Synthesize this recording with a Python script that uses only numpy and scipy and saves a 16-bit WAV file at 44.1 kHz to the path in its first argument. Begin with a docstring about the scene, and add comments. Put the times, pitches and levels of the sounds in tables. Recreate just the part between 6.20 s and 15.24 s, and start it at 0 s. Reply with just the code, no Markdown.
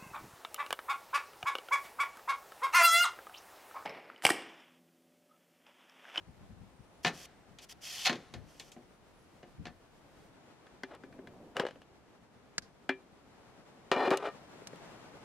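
"""Outdoors, an aluminium camp pot is knocked onto a steel wood stove, slid, let down and rocks to rest.
Ringing modes and noise make the blows, random slips the sliding; very faint treble bands waver until 4.1 s.
From 4.1 s, beside a folding table, fingers tap and rub the lid (noise), prise it up, and it rattles hollowly.
Firewood snaps (noise bursts) before the lid bumps, is set down and dragged to rest, and once more after.
A fleece sleeve rustles at 4.4 s, 7.3 s and near the end; filtered noise is the air and its puffs throughout."""
import sys
import numpy as np
from scipy import signal
from scipy.fft import rfft, irfft, next_fast_len
from scipy.io import wavfile
from scipy.ndimage import map_coordinates

SR = 44100
rng = np.random.default_rng(int(sys.argv[2]) if len(sys.argv) > 2 else 0)


def transcribe(signal):
    """Save signal, clipped to [-1, 1], as a 16-bit WAV file at the path in sys.argv[1]."""
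    frames = np.atleast_2d(signal).T
    limited = np.clip(frames, -1, 1)
    pcm = np.round(limited * 32767).astype(np.int16)
    wavfile.write(sys.argv[1], SR, pcm)


N = 398663
TIME = np.arange(N) / SR
RING_TIME = TIME[:SR // 2]  # each blow is computed for half a second
MOVE_S = 4.1  # the place passes from stove to table
PRISE_S, LIFT_S, SET_DOWN_S = 5.3, 6, 7  # the lid is prised up, lifted clear, then brought down to the table
SIXTY_DB = np.log(1000)  # exp(-SIXTY_DB) is a fall of 60 dB

# pot and wire handle meeting the stove:
# (time [s], strength [dB], hardness [dB per octave], extra thud from the weight behind it [dB])
POT_BLOWS = [(0.847, -25, 0, -7.5), (0.86, -36.5, 2.5, 5), (0.867, -32.5, 2.5, -22),
             (0.878, -38.5, 3.5, -1), (1.386, -58, 6.5, -4), (1.857, -32, 5, -21), (1.867, -27.5, 2, -16),
             (2.138, -47.5, 3, 9), (2.397, -53.5, 7.5, 11), (2.518, -70, 11, -6), (2.564, -61, -5.5, 2),
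             (3.229, -55, -2, 1), (3.454, -45, 0.5, -2.5), (3.468, -47, 0, 0.5)]
# the pot's landing: (strength [dB], hardness [dB per octave], extra thud [dB])
LANDING = (-29.5, 1, 0.5)
# clear modes of the pot standing on the steel plate: (frequency [Hz], relative level [dB], time to fall 60 dB [s])
STOVE_MODES = [(166.7, -5.5, 0.25), (242.4, -1, 0.21), (350, -2, 0.22), (722, 5, 0.15), (800, 1, 0.13),
               (1065, -2, 0.18), (1775, -0.5, 0.13), (2555, 3, 0.093), (2927, 2.5, 0.12), (3260, 4, 0.1),
               (3570, 1.5, 0.12), (4270, 0.5, 0.16), (4830, -3.5, 0.1), (5550, -18, 0.16)]
# crowd of weaker modes of pot and plate: (frequency [Hz], relative level [dB])
STOVE_WASH = [(110, -3), (200, -4), (500, -3.5), (900, -7), (3800, 4.5), (6500, -8.5), (8500, -22.5),
              (15000, -31.5)]
# how long that crowd rings, before scaling: (frequency [Hz], time to fall 60 dB [s])
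STOVE_DECAY = [(200, 0.38), (3000, 0.095), (9000, 0.12)]
# pot's clank, thud, ring and tick in a blow of hardness 0, relative to its strength: (level [dB])
POT_VOICE_DB = [-2, -3, -5, -21]
# how alike left and right are for metal and wood: (frequency [Hz], likeness [-1 to 1])
METAL_ALIKE = [(800, 0.99), (4000, 0.97), (10000, 0.29)]


def pot_blows():
    """The pot clatters on the stove and its handle clicks: ringing modes plus a brief contact burst."""
    out = np.zeros((2, N))
    for s, strength_db, hardness, weight_db in POT_BLOWS + rocking(count=3):
        clear = tones(STOVE_MODES, freedom=1, scatter_db=2.5)
        ring = amp(-13.5) * clear + wash(STOVE_WASH, STOVE_DECAY, freedom=0.97)
        # the steel plate rings on faintly
        shimmer = amp(-29.0) * wash(STOVE_WASH, STOVE_DECAY, freedom=7.9)
        singing = amp(-46) * tones(STOVE_MODES, freedom=6, scatter_db=2)
        contact = amp(9.0) * crack(STOVE_WASH, t60=0.014)
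        sound = stereo(ring + shimmer + singing + contact, METAL_ALIKE, left_db=1.5)
        levels_db = register_levels(POT_VOICE_DB, strength_db, hardness, weight_db)
        add(out, s, voiced(sound, levels_db))
    return out


# the pot's edge sliding on steel: (start [s], end [s], level [dB])
SLIDES = [(0.83, 0.846, -55.5), (0.92, 1.059, -54), (1.41, 1.449, -55.5), (1.486, 1.528, -52),
          (1.605, 1.85, -43.5), (1.848, 1.878, -29.5), (2.243, 2.5, -66)]
# hiss of the edge touching lightly: (frequency [Hz], relative level [dB])
EDGE_COLOUR = [(300, -20.5), (1280, -9), (3300, 1.5), (3950, -9), (4500, -0.5), (5700, 2), (7900, -6.5),
               (12700, -8.5), (15500, -14.5)]
# grinding of the edge when leaned on: (frequency [Hz], relative level [dB])
GRIND_COLOUR = [(400, -37), (750, -17), (1400, -11), (3300, 5.5), (4400, 4.5), (7000, -6.5), (8500, -43),
                (15000, -50.5)]
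BITE_DB = -40.5  # pressure at which hiss and grind share equally


def pot_slides():
    """A light edge only hisses over the steel; leaned on, it bites, grinds and sets the metal singing."""
    pressure = strokes(SLIDES, rise=0.2, swell_db=4.5, release_s=0.02)
    bite = pressure ** 2 / (pressure ** 2 + amp(BITE_DB) ** 2)
    light, heavy = pressure * np.sqrt(1 - bite), pressure * np.sqrt(bite)
    modes = standing_out(STOVE_MODES, STOVE_WASH)
    hiss = friction(light, modes, EDGE_COLOUR, rate=3300, grit_db=1.5, ring_db=-15.0)
    grind = friction(heavy, modes, GRIND_COLOUR, rate=2500, grit_db=3, ring_db=-1)
    return stereo(hiss + grind, METAL_ALIKE, left_db=0.3)


# lid against fingers, pot and table: (time [s], strength [dB], hardness [dB per octave])
LID_BLOWS = [(4.467, -57.5, 0), (4.634, -37, 0), (4.749, -64.5, 6.5), (4.836, -49.5, -3),
             (4.925, -57, -1.5), (4.989, -56, -8), (5.072, -50.5, 0.5), (5.367, -31.5, 1),
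             (5.397, -27.5, 0), (5.399, -37.5, -8.5), (5.435, -47.5, -9), (5.451, -37, -4.5),
             (5.466, -37, -0.5), (5.486, -45, -1), (5.508, -50.5, 0), (5.557, -56, -2.5),
             (6.692, -25.5, 0.5), (5.617, -57, 1.5), (7.715, -22, -0.5), (7.763, -34.5, -4),
             (7.876, -36, -6.5), (7.905, -34.5, 2.5), (7.912, -26.5, -3.5), (7.972, -49.5, 9.5),
             (8.419, -60, -8), (8.531, -55.5, -7.5), (8.558, -73, 9)]
# how freely the damping hand lets the lid ring: (time [s], share of the free ring time)
LID_FREEDOM = [(5.1, 0.36), (5.4, 0.63), (6.7, 0.6), (7.85, 0.92), (8.0, 0.12)]
# clear modes of the lid, before damping by hand or table:
# (frequency [Hz], relative level in the hand [dB], relative level on the table [dB], time to fall 60 dB [s])
LID_MODES = [(268, 7.5, -8.5, 0.23), (384.4, 7, 0.5, 0.36), (541, -5.5, -0.5, 0.19), (714, -14, -10, 0.16),
             (989, -19, -15.5, 0.35), (1194, -12, -10, 0.22), (1329, -23, -16, 0.31),
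             (1550, 10, -12, 0.063), (1715, -1.5, -15.5, 0.23), (1831, -4.5, -8.5, 0.18),
             (2060, -1, -19, 0.087), (2369, -8, -8.5, 0.27), (2414, -26, -11, 0.12),
             (2880, -17, -5.5, 0.16), (3370, -8, -20, 0.13), (3520, -29, -11, 0.17), (4150, -16, -9, 0.14),
             (4840, -12, -10.5, 0.057), (5437, -24, -15.5, 0.095)]
# lid and pot rattling together, before damping: (frequency [Hz], relative level [dB], time to fall 60 dB [s])
CLOSED_MODES = [(512, 8, 0.054), (1655, 9.5, 0.021), (2940, 3.5, 0.047), (3190, -3.5, 0.054),
                (4240, -8, 0.05), (5200, -15, 0.054), (7920, -14, 0.033)]
# crowd of weaker modes of the lid held in the air: (frequency [Hz], relative level [dB])
HELD_WASH = [(100, -19), (280, -20), (600, 13), (1000, 4.5), (1600, 5.5), (3200, -5), (15000, -60)]
# the same crowd with the lid on pot or table: (frequency [Hz], relative level [dB])
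LID_WASH = [(100, -42), (300, 4.5), (520, 7.5), (1000, 0), (1700, -5.5), (3200, -6), (9000, -22),
            (15000, -32)]
# how long the crowd rings, before damping: (frequency [Hz], time to fall 60 dB [s])
LID_DECAY = [(200, 0.076), (3000, 0.22), (9000, 0.11)]
# lid's clank, thud, ring and tick in a blow of hardness 0, relative to its strength: (level [dB])
LID_VOICE_DB = [-2.5, -5.5, -8, -24.5]


def lid_blows():
    """Fingers tap the lid; it rattles hollowly in the pot's mouth as it is prised up, and rings once off."""
    out = np.zeros((2, N))
    for s, strength_db, hardness in LID_BLOWS:
        freedom = max(curve(LID_FREEDOM, s), .1)
        crowd = HELD_WASH if LIFT_S < s < SET_DOWN_S else LID_WASH
        modes = CLOSED_MODES if PRISE_S < s < LIFT_S else lid_modes(held=s < SET_DOWN_S)
        clear = tones(modes, freedom, scatter_db=2.5)
        ring = clear + wash(crowd, LID_DECAY, freedom)
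        contact = amp(12) * crack(crowd, t60=0.014)
        sound = stereo(ring + contact, METAL_ALIKE, left_db=2.5)
        add(out, s, voiced(sound, register_levels(LID_VOICE_DB, strength_db, hardness)))
    return out


# the lid rubbing on the pot's rim, then dragged over the table: (start [s], end [s], level [dB])
DRAGS = [(4.68, 4.755, -49), (5.345, 5.42, -38), (7.718, 7.882, -29.5), (7.902, 7.94, -27.5),
         (7.95, 8.03, -45), (8.02, 8.085, -35.5)]
# colour of the rubbing: (frequency [Hz], relative level [dB])
DRAG_COLOUR = [(100, -31), (210, -13.5), (360, -0.5), (560, -2), (850, -3.5), (1700, -12.5), (3200, -24),
               (6500, -38), (15000, -53)]


def lid_drag():
    """The rim judders along in coarse slips; it rings while loose and rasps dryly under the hand's weight."""
    force = strokes(DRAGS, rise=0.5, swell_db=-2, release_s=0.093)
    force = force * amp(1.4 * wobble(90))  # judder
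    loose = np.clip(curve(LID_FREEDOM), 0, 1) ** 2 * (TIME > LIFT_S)
    pressed = np.sqrt(1 - loose ** 2)
    modes = standing_out(lid_modes(held=False), LID_WASH)
    ringing = friction(force * loose, modes, DRAG_COLOUR, rate=1800, grit_db=2.0, ring_db=2)
    dry_rasp = friction(force * pressed, modes, DRAG_COLOUR, rate=1800, grit_db=2.0, ring_db=-12.5)
    return stereo(ringing + dry_rasp, METAL_ALIKE, left_db=2.0)


def grip():
    """Fingers rub dully on the lid as they search for a hold: low noise in one unsteady swell."""
    rub = coloured(rng.standard_normal(N), [(80, -10.0), (230, -1.0), (700, -8.5), (3000, -45.0)])
    swell = np.exp(-((TIME - 5.15) / 0.41) ** 2)
    return amp(-56 + 0.81 * wobble(44)) * swell * rub


# firewood snapping off to the right: (time [s], strength [dB], hardness [dB per octave])
SNAPS = [(6.38, -34.5, 0.5), (8.471, -56.5, 4.5)]
# colour of splitting wood: (frequency [Hz], relative level [dB])
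SNAP_COLOUR = [(150, 10.5), (1000, -9.5), (1600, 6), (2600, -10), (5000, 1.5), (15000, -26)]
# snap's clank, thud, ring and tick bands at hardness 0, relative to its strength: (level [dB])
SNAP_VOICE_DB = [-2, -12, 2.5, -9]


def snaps():
    """Dry noise bursts that reach the right ear first and echo faintly from the trees."""
    out = np.zeros((2, N))
    for s, strength_db, hardness in SNAPS:
        burst = stereo(crack(SNAP_COLOUR, t60=0.026), METAL_ALIKE, left_db=-0.5)
        direct = voiced(burst, register_levels(SNAP_VOICE_DB, strength_db, hardness))
        echo = amp(-8.5) * np.std(direct) * crack(SNAP_COLOUR, t60=0.19)
        add(out, s, direct)
        add(out, s + 0.041, echo)
    return np.array([np.roll(out[0], 4), out[1]])  # the left ear hears it 4 samples later


# reaches of the arm in its fleece sleeve: (time [s], half-length [s], level [dB])
REACHES = [(4.38, 0.29, -63.5), (7.33, 0.2, -61.5), (8.72, 0.068, -54), (8.95, 0.88, -54.5)]
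# colour of the rustle: (frequency [Hz], relative level [dB])
SLEEVE_COLOUR = [(71, -24.5), (120, -6), (770, -9.5), (2690, -21), (7700, -30.5), (15000, -42)]


def sleeve():
    """Fleece brushes by, close on the left, as the arm reaches: soft noise with a trembling level."""
    fibres = coloured(rng.standard_normal((2, N)), SLEEVE_COLOUR)
    rustle = stereo(fibres, [(300, 0.68), (1500, 0.4), (4000, -0.43)], left_db=2.5)
    return swells(REACHES, rest_db=-65.5) * amp(1.26 * wobble(25)) * rustle


def treble_bands():
    """Very faint, narrow bands of noise waver near 5.7 and 9.5 kHz until 4.1 s: sines at random strength."""
    bands = np.zeros(N)
    for centre_hz in (5730, 9500):
        wander = 1 + 0.05 * wobble(7)  # spread as a share of the centre frequency
        phase = 2 * np.pi * np.cumsum(centre_hz * wander) / SR
        bands += amp(6 * wobble(8)) * wobble(500) * np.sin(phase)
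    return amp(-87) * unit(bands) * (TIME < MOVE_S)


# hush beside the stove: (frequency [Hz], relative level [dB])
STOVE_AIR = [(15, -24), (25, -1), (164, -4.5), (700, -9.5), (1050, -15), (15500, -36.5)]
# hush beside the table: (frequency [Hz], relative level [dB])
TABLE_AIR = [(15, -48), (25, -13.5), (240, -4.5), (509, -9), (13900, -42), (15500, -86)]
# how alike the hush is left and right: (frequency [Hz], likeness [-1 to 1])
AIR_ALIKE = [(40, 0.4), (200, 0.57), (4000, 0.47)]
# puffs of air on the microphone: (time [s], half-length [s], level before flutter [dB])
PUFFS = [(.27, 0.18, -55), (1.32, 0.048, -62.5), (2.185, 0.04, -46.5), (3.45, 0.054, -51)]
# colour of the puffs: (frequency [Hz], relative level [dB])
PUFF_COLOUR = [(20, -33), (55, 3.5), (180, 1), (300, -9.5), (1500, -81)]


def air():
    """A quiet outdoor hush of noise, with low fluttering puffs that differ between the microphone's ports."""
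    moved = np.clip((TIME - MOVE_S) * 10 + .5, 0, 1)  # passes from stove to table in 0.1 s
    by_stove = amp(-64.0) * coloured(rng.standard_normal((2, N)), STOVE_AIR)
    by_table = amp(-64.0) * coloured(rng.standard_normal((2, N)), TABLE_AIR)
    hush = stereo(np.sqrt(1 - moved) * by_stove + np.sqrt(moved) * by_table, AIR_ALIKE, left_db=0.0)
    rumble = stereo(coloured(rng.standard_normal((2, N)), PUFF_COLOUR), [(100, 0.3)], left_db=6.5)
    flutter = unit(amp(5 * wobble(35)))
    puffs = swells(PUFFS, rest_db=-72.5) * flutter * rumble  # a faint draught remains between puffs
    return hush * amp(1.5 * wobble(20.0)) + puffs


def rocking(count):
    """The pot's landing and its rebounds, each sooner, weaker and brighter than the last."""
    strength_db, hardness, weight_db = LANDING
    gaps = 0.033 * 0.8 ** np.arange(count)  # first gap [s], each gap over the last
    times = [1.895 + gaps[:k].sum() for k in range(count)]
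    return [(s, strength_db - 10.5 * k, hardness + k, weight_db) for k, s in enumerate(times)]


def lid_modes(held):
    """In the hand the lid rings freely; lying on the table, its low modes are damped."""
    if held:
        return [(hz, db, t60) for hz, db, _, t60 in LID_MODES]
    return [(hz, db, t60 * hz / (hz + 450)) for hz, _, db, t60 in LID_MODES]


def standing_out(modes, spectrum):
    """Mode levels relative to the crowd of weaker modes around them."""
    return [(hz, db - along(spectrum, hz), t60) for hz, db, t60 in modes]


def tones(modes, freedom, scatter_db):
    """Clear modes as dying sines, with newly drawn strengths for each contact and channel."""
    hz, db, t60 = np.transpose(modes)[:, :, None]
    level_db = db + scatter_db * rng.standard_normal((2, len(modes), 1))
    size = amp(level_db) * rng.choice([-1, 1], level_db.shape)
    decay = amp(-60 * RING_TIME / (t60 * freedom))
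    return size[..., 0] @ (decay * np.sin(2 * np.pi * hz * RING_TIME))


def wash(spectrum, decay, freedom):
    """Crowded modes: noise in which each frequency dies at its own speed."""
    noise = coloured(rng.standard_normal((2, len(RING_TIME))), spectrum)
    hz, t, z = signal.stft(noise, SR, nperseg=128)
    t60 = freedom * along(decay, hz)[:, None]
    return signal.istft(z * amp(-60 * t / t60), SR, nperseg=128)[1][:, :len(RING_TIME)]


def crack(spectrum, t60):
    """The burst of the contact itself: noise that falls 60 dB in t60 seconds."""
    noise = coloured(rng.standard_normal((2, len(RING_TIME))), spectrum)
    return noise * np.exp(-SIXTY_DB * RING_TIME / t60)


# clank, thud, ring and tick: (low edge [Hz], high edge [Hz])
REGISTERS = [(600, 2200), (130, 600), (2200, 7000), (7000, 15500)]


def register_levels(voice_db, strength_db, hardness, weight_db=0):
    """A harder contact tilts the body's voice towards the treble; weight behind it adds thud."""
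    octaves = np.log2(REGISTERS).mean(axis=1)
    thud = octaves == octaves.min()
    tilt_db = hardness * (octaves - octaves[0])
    return strength_db + np.array(voice_db) + tilt_db + weight_db * thud


def voiced(sound, levels_db):
    """Soft contacts thud and hard ones tick: each register starts at its own level."""
    out = np.zeros_like(sound)
    sound = sound * (1 - np.exp(-RING_TIME / 0.00041))  # the contact takes a moment to build
    for (lo, hi), db in zip(REGISTERS, levels_db):
        bandpass = signal.butter(3, [lo, hi], "bandpass", fs=SR, output="sos")
        band = signal.sosfilt(bandpass, sound)
        out += amp(db) * band / np.std(band[:, :SR // 100])  # level over the first 10 ms
    return out


def strokes(rows, rise, swell_db, release_s):
    """Rubbing force: each stroke rises over a share of its length, drifts by swell_db, then dies away."""
    force = np.zeros(N)
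    for start, end, db in rows:
        progress = np.clip((TIME - start) / max(end - start, .005), 0, 1)
        release = np.exp(-SIXTY_DB * np.maximum(TIME - end, 0) / release_s)
        force += np.minimum(progress / rise, 1) * amp(db + swell_db * (progress - .5)) * release
    return force


def friction(force, modes, spectrum, rate, grit_db, ring_db):
    """Tiny slips of uneven size, about rate a second, heard directly and through the body's modes."""
    happens = rng.random(N) < rate / SR
    sizes = happens * amp(grit_db * np.clip(rng.standard_normal(N), -2, 2))
    slips = force * sizes * rng.choice([-1, 1], (2, N))
    rung = signal.fftconvolve(slips, tones(modes, freedom=.7, scatter_db=1), axes=1)[:, :N]
    blend = unit(slips) + amp(ring_db) * unit(rung)
    return coloured(blend, spectrum) * np.sqrt(np.mean(force ** 2))


def swells(rows, rest_db):
    """Bell-shaped swells over a resting level, as a gain."""
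    power = sum((amp(db) * np.exp(-.5 * ((TIME - s) / half_s) ** 2)) ** 2 for s, half_s, db in rows)
    return np.sqrt(power + amp(rest_db) ** 2)


def amp(db):
    """Decibels to gain."""
    return 10 ** (np.asarray(db) / 20)


def unit(x):
    """x at rms 1."""
    return x / np.sqrt(np.mean(x ** 2) + 1e-20)


def along(points, hz):
    """(frequency [Hz], value) points read on a log axis."""
    f, v = np.transpose(points)
    return np.interp(np.log(hz + 1), np.log(f + 1), v)


def curve(rows, t=TIME):
    """(time [s], value) rows joined by straight lines."""
    return np.interp(t, *np.transpose(rows))


def wobble(rate):
    """A smooth random curve, with rate random points a second."""
    return map_coordinates(rng.standard_normal(int(N * rate / SR) + 4), [TIME * rate])


def filtered(x, response):
    """x times a response of frequency."""
    m = next_fast_len(x.shape[-1] + 8192)
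    return irfft(rfft(x, m) * response(np.fft.rfftfreq(m, 1 / SR)), m)[..., :x.shape[-1]]


def coloured(x, spectrum):
    """x shaped by (frequency [Hz], relative level [dB]) points, at rms 1."""
    return unit(filtered(x, lambda hz: amp(along(spectrum, hz))))


def stereo(pair, alike, left_db):
    """Two signals blended into a left and a right of given likeness and balance."""
    turn = lambda hz: np.arccos(np.clip(along(alike, hz), -1, 1)) / 2
    mid, side = filtered(pair, lambda hz: np.array([np.cos(turn(hz)), np.sin(turn(hz))]))
    return np.array([mid + side, mid - side]) * amp([[left_db / 2], [-left_db / 2]])


def add(track, s, sound):
    """Mix a sound into the track at time s."""
    part = track[:, round(s * SR):][:, :sound.shape[1]]
    part += sound[:, :part.shape[1]]


def scene():
    """Pot, lid and surroundings together."""
    pot = pot_blows() + pot_slides()
    lid = lid_blows() + lid_drag() + grip()
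    return pot + lid + snaps() + sleeve() + treble_bands() + air()


def record(dry):
    """The microphone dulls the highest treble, and a steep band limit removes what lies above it."""
    dulled = filtered(dry, lambda hz: 1 / np.sqrt(1 + (hz / 13500) ** 10))
    return filtered(dulled, lambda hz: 1 / np.sqrt(1 + (hz / 15700) ** 80))


dry = scene()
out = record(dry)
transcribe(out)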